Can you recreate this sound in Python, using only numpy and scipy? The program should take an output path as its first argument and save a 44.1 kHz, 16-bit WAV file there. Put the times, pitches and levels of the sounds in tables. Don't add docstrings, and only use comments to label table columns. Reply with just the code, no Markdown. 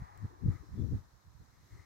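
import sys
import numpy as np
from scipy import signal
from scipy.fft import rfft, irfft
from scipy.io import wavfile
from scipy.ndimage import uniform_filter1d

SR = 44100
rng = np.random.default_rng(int(sys.argv[2]) if len(sys.argv) > 2 else 0)


def generate_wav(signal):
    frames = np.transpose(np.atleast_2d(signal))
    scaled = np.clip(frames, -1, 1) * 32767
    pcm = np.round(scaled).astype(np.int16)
    wavfile.write(sys.argv[1], SR, pcm)


N = 81585
TIME_S = np.arange(N) / SR
FREQ_HZ = np.arange(N // 2 + 1) * SR / N

# time in seconds, relative levels of the rush and the hiss in dB.
BREEZE_LEVELS = [(0, -71, -74.5), (.1, -74, -77.5), (.26, -71, -74), (.35, -74, -77.5), (.44, -75, -76.5),
                 (.53, -68, -70.5), (.61, -74.5, -75.5), (.74, -73, -74.5), (.82, -77, -72),
                 (.88, -75.5, -73), (.98, -71.5, -71.5), (1.02, -77, -76), (1.29, -79.5, -77.5),
                 (1.44, -79, -75.5), (1.58, -79.5, -77), (1.68, -83.5, -73.5), (1.79, -74.5, -74.5),
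                 (1.85, -77.5, -76)]


def undb(db):
    return 10 ** (np.asarray(db) / 20)


def curve(table, column):
    rows = np.array(table, float)
    return np.interp(TIME_S, rows[:, 0], rows[:, column])


def per_bin(points):
    rows = np.array(points, float)
    return np.interp(np.log(FREQ_HZ + 1), np.log(rows[:, 0]), rows[:, 1])


def pan(db):
    gains = undb(np.array([[1], [-1]]) * db / 2)
    return gains / np.sqrt(np.mean(gains ** 2, axis=0))


def shape(x, gain):
    return irfft(rfft(x) * gain / np.sqrt(np.mean(gain ** 2)), N)


def tint(x, colour, skirt_db_per_octave=12):
    octaves_above = np.log2(np.maximum(FREQ_HZ / colour[-1][0], 1))
    return shape(x, undb(per_bin(colour) - skirt_db_per_octave * octaves_above))


def ring(x, modes):
    return shape(x, sum(undb(db) / (1 + ((FREQ_HZ - hz) / width) ** 2) ** 2 for hz, width, db in modes))


def swell(peak_s, half_s):
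    return np.exp(-.5 * ((TIME_S - peak_s) / half_s) ** 2)


def wander(rate_hz):
    hold = max(int(SR / rate_hz), 2)
    steps = rng.standard_normal(1000)[(np.arange(N) // hold) % 1000]
    smooth = uniform_filter1d(uniform_filter1d(steps, hold), hold)
    return smooth / smooth.std()


def turbulence(colour, correlation):
    mid, side = tint(rng.standard_normal((2, N)), colour)
    alike = np.clip(correlation, -.98, .98)
    return mid * np.sqrt((1 + alike) / 2) + np.array([[1], [-1]]) * side * np.sqrt((1 - alike) / 2)


def eddies(colour, correlation, life_s=.018):
    swing = turbulence(colour, correlation)
    window = int(life_s * SR)
    local_power = uniform_filter1d(uniform_filter1d(swing ** 2, window), window)
    return swing / np.sqrt(local_power + 1e-9)


def sway(gust_db):
    # frequency in Hz, relative level in dB.
    colour = [(15, -9), (40, -3), (66, 13), (90, -16), (200, -44)]
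    return turbulence(colour, correlation=0.014) * undb(0.82 * gust_db - 17.5)


def small_eddies(gust_balance_db):
    # time in seconds, relative levels of the rumble
    # and the flutter in dB, flutter left minus right in dB.
    levels = [(0.0, -67.5, -69.5, -25), (0.096, -78, -83.5, 15), (0.184, -91, -70.5, -18),
              (0.23, -54, -80, -8), (0.256, -47.5, -65, -14), (0.292, -90, -84, -24),
              (0.314, -77, -61, -12), (0.39, -89, -71.5, -12), (0.436, -42.5, -58.5, -13),
              (0.484, -45.5, -51.5, 2), (0.55, -72, -58.5, -13), (0.6, -77, -82, -12),
              (0.635, -74, -59.5, -9), (0.66, -79, -71, 7), (0.726, -61, -74, 7), (0.795, -41, -51.5, -6),
              (0.85, -47, -50, -1.5), (0.9, -51.5, -62, 6), (0.922, -45.5, -49.5, -1.5),
              (0.958, -47.5, -59, -2), (1.004, -66, -77, 4), (1.092, -84, -85.5, -9),
              (1.38, -77.5, -86, 11), (1.406, -68.5, -69.5, 27), (1.488, -79.5, -96.5, 1),
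              (1.766, -78.5, -69.5, -5), (1.85, -92, -77, 2)]
    # frequency in Hz, relative level in dB.
    rumble_colour = [(100, -20), (165, -1), (200, 2), (260, -5), (330, -15), (600, -60.5)]
    flutter_colour = [(180, -28.5), (290, 2), (400, -5), (520, -15.5), (700, -34), (1500, -49.5)]
    rumble = eddies(rumble_colour, correlation=0.26) * undb(curve(levels, 1) + 1.5)
    flutter = eddies(flutter_colour, correlation=-0.0067) * undb(curve(levels, 2) + 1)
    return rumble * pan(0.85 * gust_balance_db) + flutter * pan(curve(levels, 3))


def buffeting():
    # time in seconds, relative level in dB, left minus right in dB.
    gusts = [(0.0, -47, -1), (0.024, -33.5, 1.5), (0.048, -51.5, 50), (0.088, -65, 29), (0.104, -57.5, 38),
             (0.176, -51, 30), (0.208, -44.5, 39), (0.255, -27.5, -7.5), (0.267, -49, 17), (0.351, -60, 32),
             (0.411, -52, 25), (0.427, -38, 32), (0.445, -35, 18.5), (0.458, -20.5, 10), (0.477, -30, -8.5),
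             (0.489, -15.5, 1.5), (0.503, -25.5, 7.5), (0.543, -40.5, 18), (0.557, -35.5, 41),
             (0.579, -60, 20), (0.612, -46.5, 36), (0.639, -55.5, 38), (0.666, -52.5, 22),
             (0.706, -49, -13), (0.742, -32, -5.5), (0.758, -55, 13), (0.782, -31, 12.5),
             (0.846, -27.5, 17.5), (0.878, -37, 33), (0.954, -24.5, -11), (0.986, -42, 12),
             (0.994, -40, 28), (1.014, -51, 1), (1.113, -72.5, 2), (1.137, -57, -9), (1.234, -75, -28),
             (1.262, -51, 0), (1.301, -53.5, -10), (1.332, -61.5, -4), (1.366, -51.5, -13),
             (1.382, -63.5, 1), (1.409, -43.5, -8.5), (1.43, -57, 2), (1.477, -67, -30), (1.493, -55, -4),
             (1.517, -74, -2), (1.537, -54.5, -10), (1.564, -75, 16), (1.58, -57, 15), (1.624, -59.5, -15),
             (1.644, -55.5, -5), (1.696, -71, -4), (1.724, -46, 1.5), (1.76, -46.5, 6), (1.78, -61, -8),
             (1.796, -46, 1), (1.85, -68, 27)]
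    # frequency in Hz, relative level in dB.
    colour = [(20, -26.5), (45, -9), (70, -1), (105, 4), (135, -4.5), (170, -10), (230, -33.5), (450, -64),
              (900, -91)]
    gust_db, balance_db = curve(gusts, 1), curve(gusts, 2)
    sides = pan(balance_db)
    onset_db, full_db = -62.5, -14.5
    coverage = np.clip((gust_db - onset_db) / (full_db - onset_db), 0, 1)
    swing = eddies(colour, correlation=.92 * coverage * sides[0] * sides[1])
    thumps = swing * undb(gust_db - 4)
    ride = np.sqrt(1.06 + 0.47 * swing ** 2)
    return (thumps + sway(gust_db)) * sides + ride * small_eddies(balance_db)


def breeze_rush():
    # frequency in Hz, relative level in dB.
    colour = [(100, -25), (350, 0), (650, -2), (1000, 4.5), (1250, 1), (1500, -2.5), (1800, -2),
              (2200, -12), (2700, -36.5), (4000, -32)]
    rush = turbulence(colour, correlation=0.14) * pan(db=2)
    return rush * undb(curve(BREEZE_LEVELS, 1) + 5.5 + .5 * wander(rate_hz=24))


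def breeze_hiss():
    # frequency in Hz, relative level in dB.
    colour = [(1500, 5), (2900, -4.5), (3500, -2), (4100, 4), (4600, -1), (5100, 1.5), (6500, 2),
              (7200, -3.5), (8000, -4), (9300, -12.5), (11500, -5), (15500, -9.5)]
    # frequency in Hz, left minus right in dB.
    balance = [(2500, -0.5), (3500, 1), (4200, 12), (5000, -2), (6600, -8.5), (7500, 8.5), (8500, 4),
               (11000, 1.5), (15000, -2)]
    spectrum = rfft(turbulence(colour, correlation=0.017)) * pan(per_bin(balance))
    return irfft(spectrum, N) * undb(curve(BREEZE_LEVELS, 2) + 4)


def far_tyres(fade_db_per_s=22, left_delay_s=0.00046):
    # frequency in Hz, relative level in dB.
    colour = [(300, -24.5), (600, -15), (780, -1), (950, 2), (1120, -2), (1450, -13), (1750, -8.5),
              (2000, -18.5), (2330, -22), (2700, -26.5)]
    noise = tint(rng.standard_normal(N), colour)
    right = noise * undb(-57.5 - fade_db_per_s * TIME_S + 0.27 * wander(rate_hz=65))
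    left = np.interp(TIME_S - left_delay_s, TIME_S, right)
    return np.array([left, right])


def wheel_rubs():
    # peak time and half length in seconds, level in dB, tilt in dB per octave.
    rubs = [(0.043, 0.13, -68.5, -0.5), (0.26, 0.016, -78, -3), (0.546, 0.046, -64, -6.5),
            (0.754, 0.046, -76, 0), (1.59, 0.088, -77.5, 6), (1.75, 0.034, -69, 2),
            (1.819, 0.025, -68, 1.5)]
    # frequency in Hz, width in Hz, relative level in dB.
    modes = [(1247, 122, 2.5), (1860, 310, -7), (2040, 270, -1.5), (5400, 4100, -20.5)]
    hz, width_hz, mode_db = np.array(modes, float).T
    octaves = np.log2(hz / hz[0])
    friction = rng.standard_normal(N)
    sound = np.zeros(N)
    for peak_s, half_s, db, tilt in rubs:
        tilted_modes = zip(hz, width_hz, mode_db + tilt * octaves)
        sound += ring(friction, tilted_modes) * swell(peak_s, half_s) * undb(db)
    return sound * pan(db=6.5)


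def tick(start_s=.1765, decay_s=0.00031):
    # frequency in Hz, relative level in dB.
    colour = [(1000, -7), (3000, -1), (6000, -7), (7800, 4), (10000, -10), (14000, -2), (16000, -3)]
    age = TIME_S - start_s
    burst = 0.25 * rng.standard_normal(N) * (age >= 0) * np.exp(-np.abs(age) / decay_s)
    burst[int(start_s * SR)] = 1
    return tint(burst, colour) * undb(-42.5) * pan(db=30)


def bearing_squeaks(width_hz=160):
    # peak time and half length in seconds, pitch in Hz, level in dB.
    squeaks = [(0.67, 0.041, 5420, -82), (0.673, 0.031, 4900, -82), (0.803, 0.023, 3490, -78.5)]
    friction = rng.standard_normal(N)
    sound = np.zeros(N)
    for peak_s, half_s, pitch_hz, db in squeaks:
        sound += ring(friction, [(pitch_hz, width_hz, 0)]) * swell(peak_s, half_s) * undb(db)
    return sound * pan(db=-3)


def scene():
    return (buffeting() + breeze_rush() + far_tyres() + wheel_rubs() + bearing_squeaks()
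            + breeze_hiss() + tick())


def record(dry):
    top_hz = 15800
    return signal.sosfilt(signal.ellip(10, .2, 70, top_hz, fs=SR, output="sos"), dry)


dry = scene()
out = record(dry)
generate_wav(out)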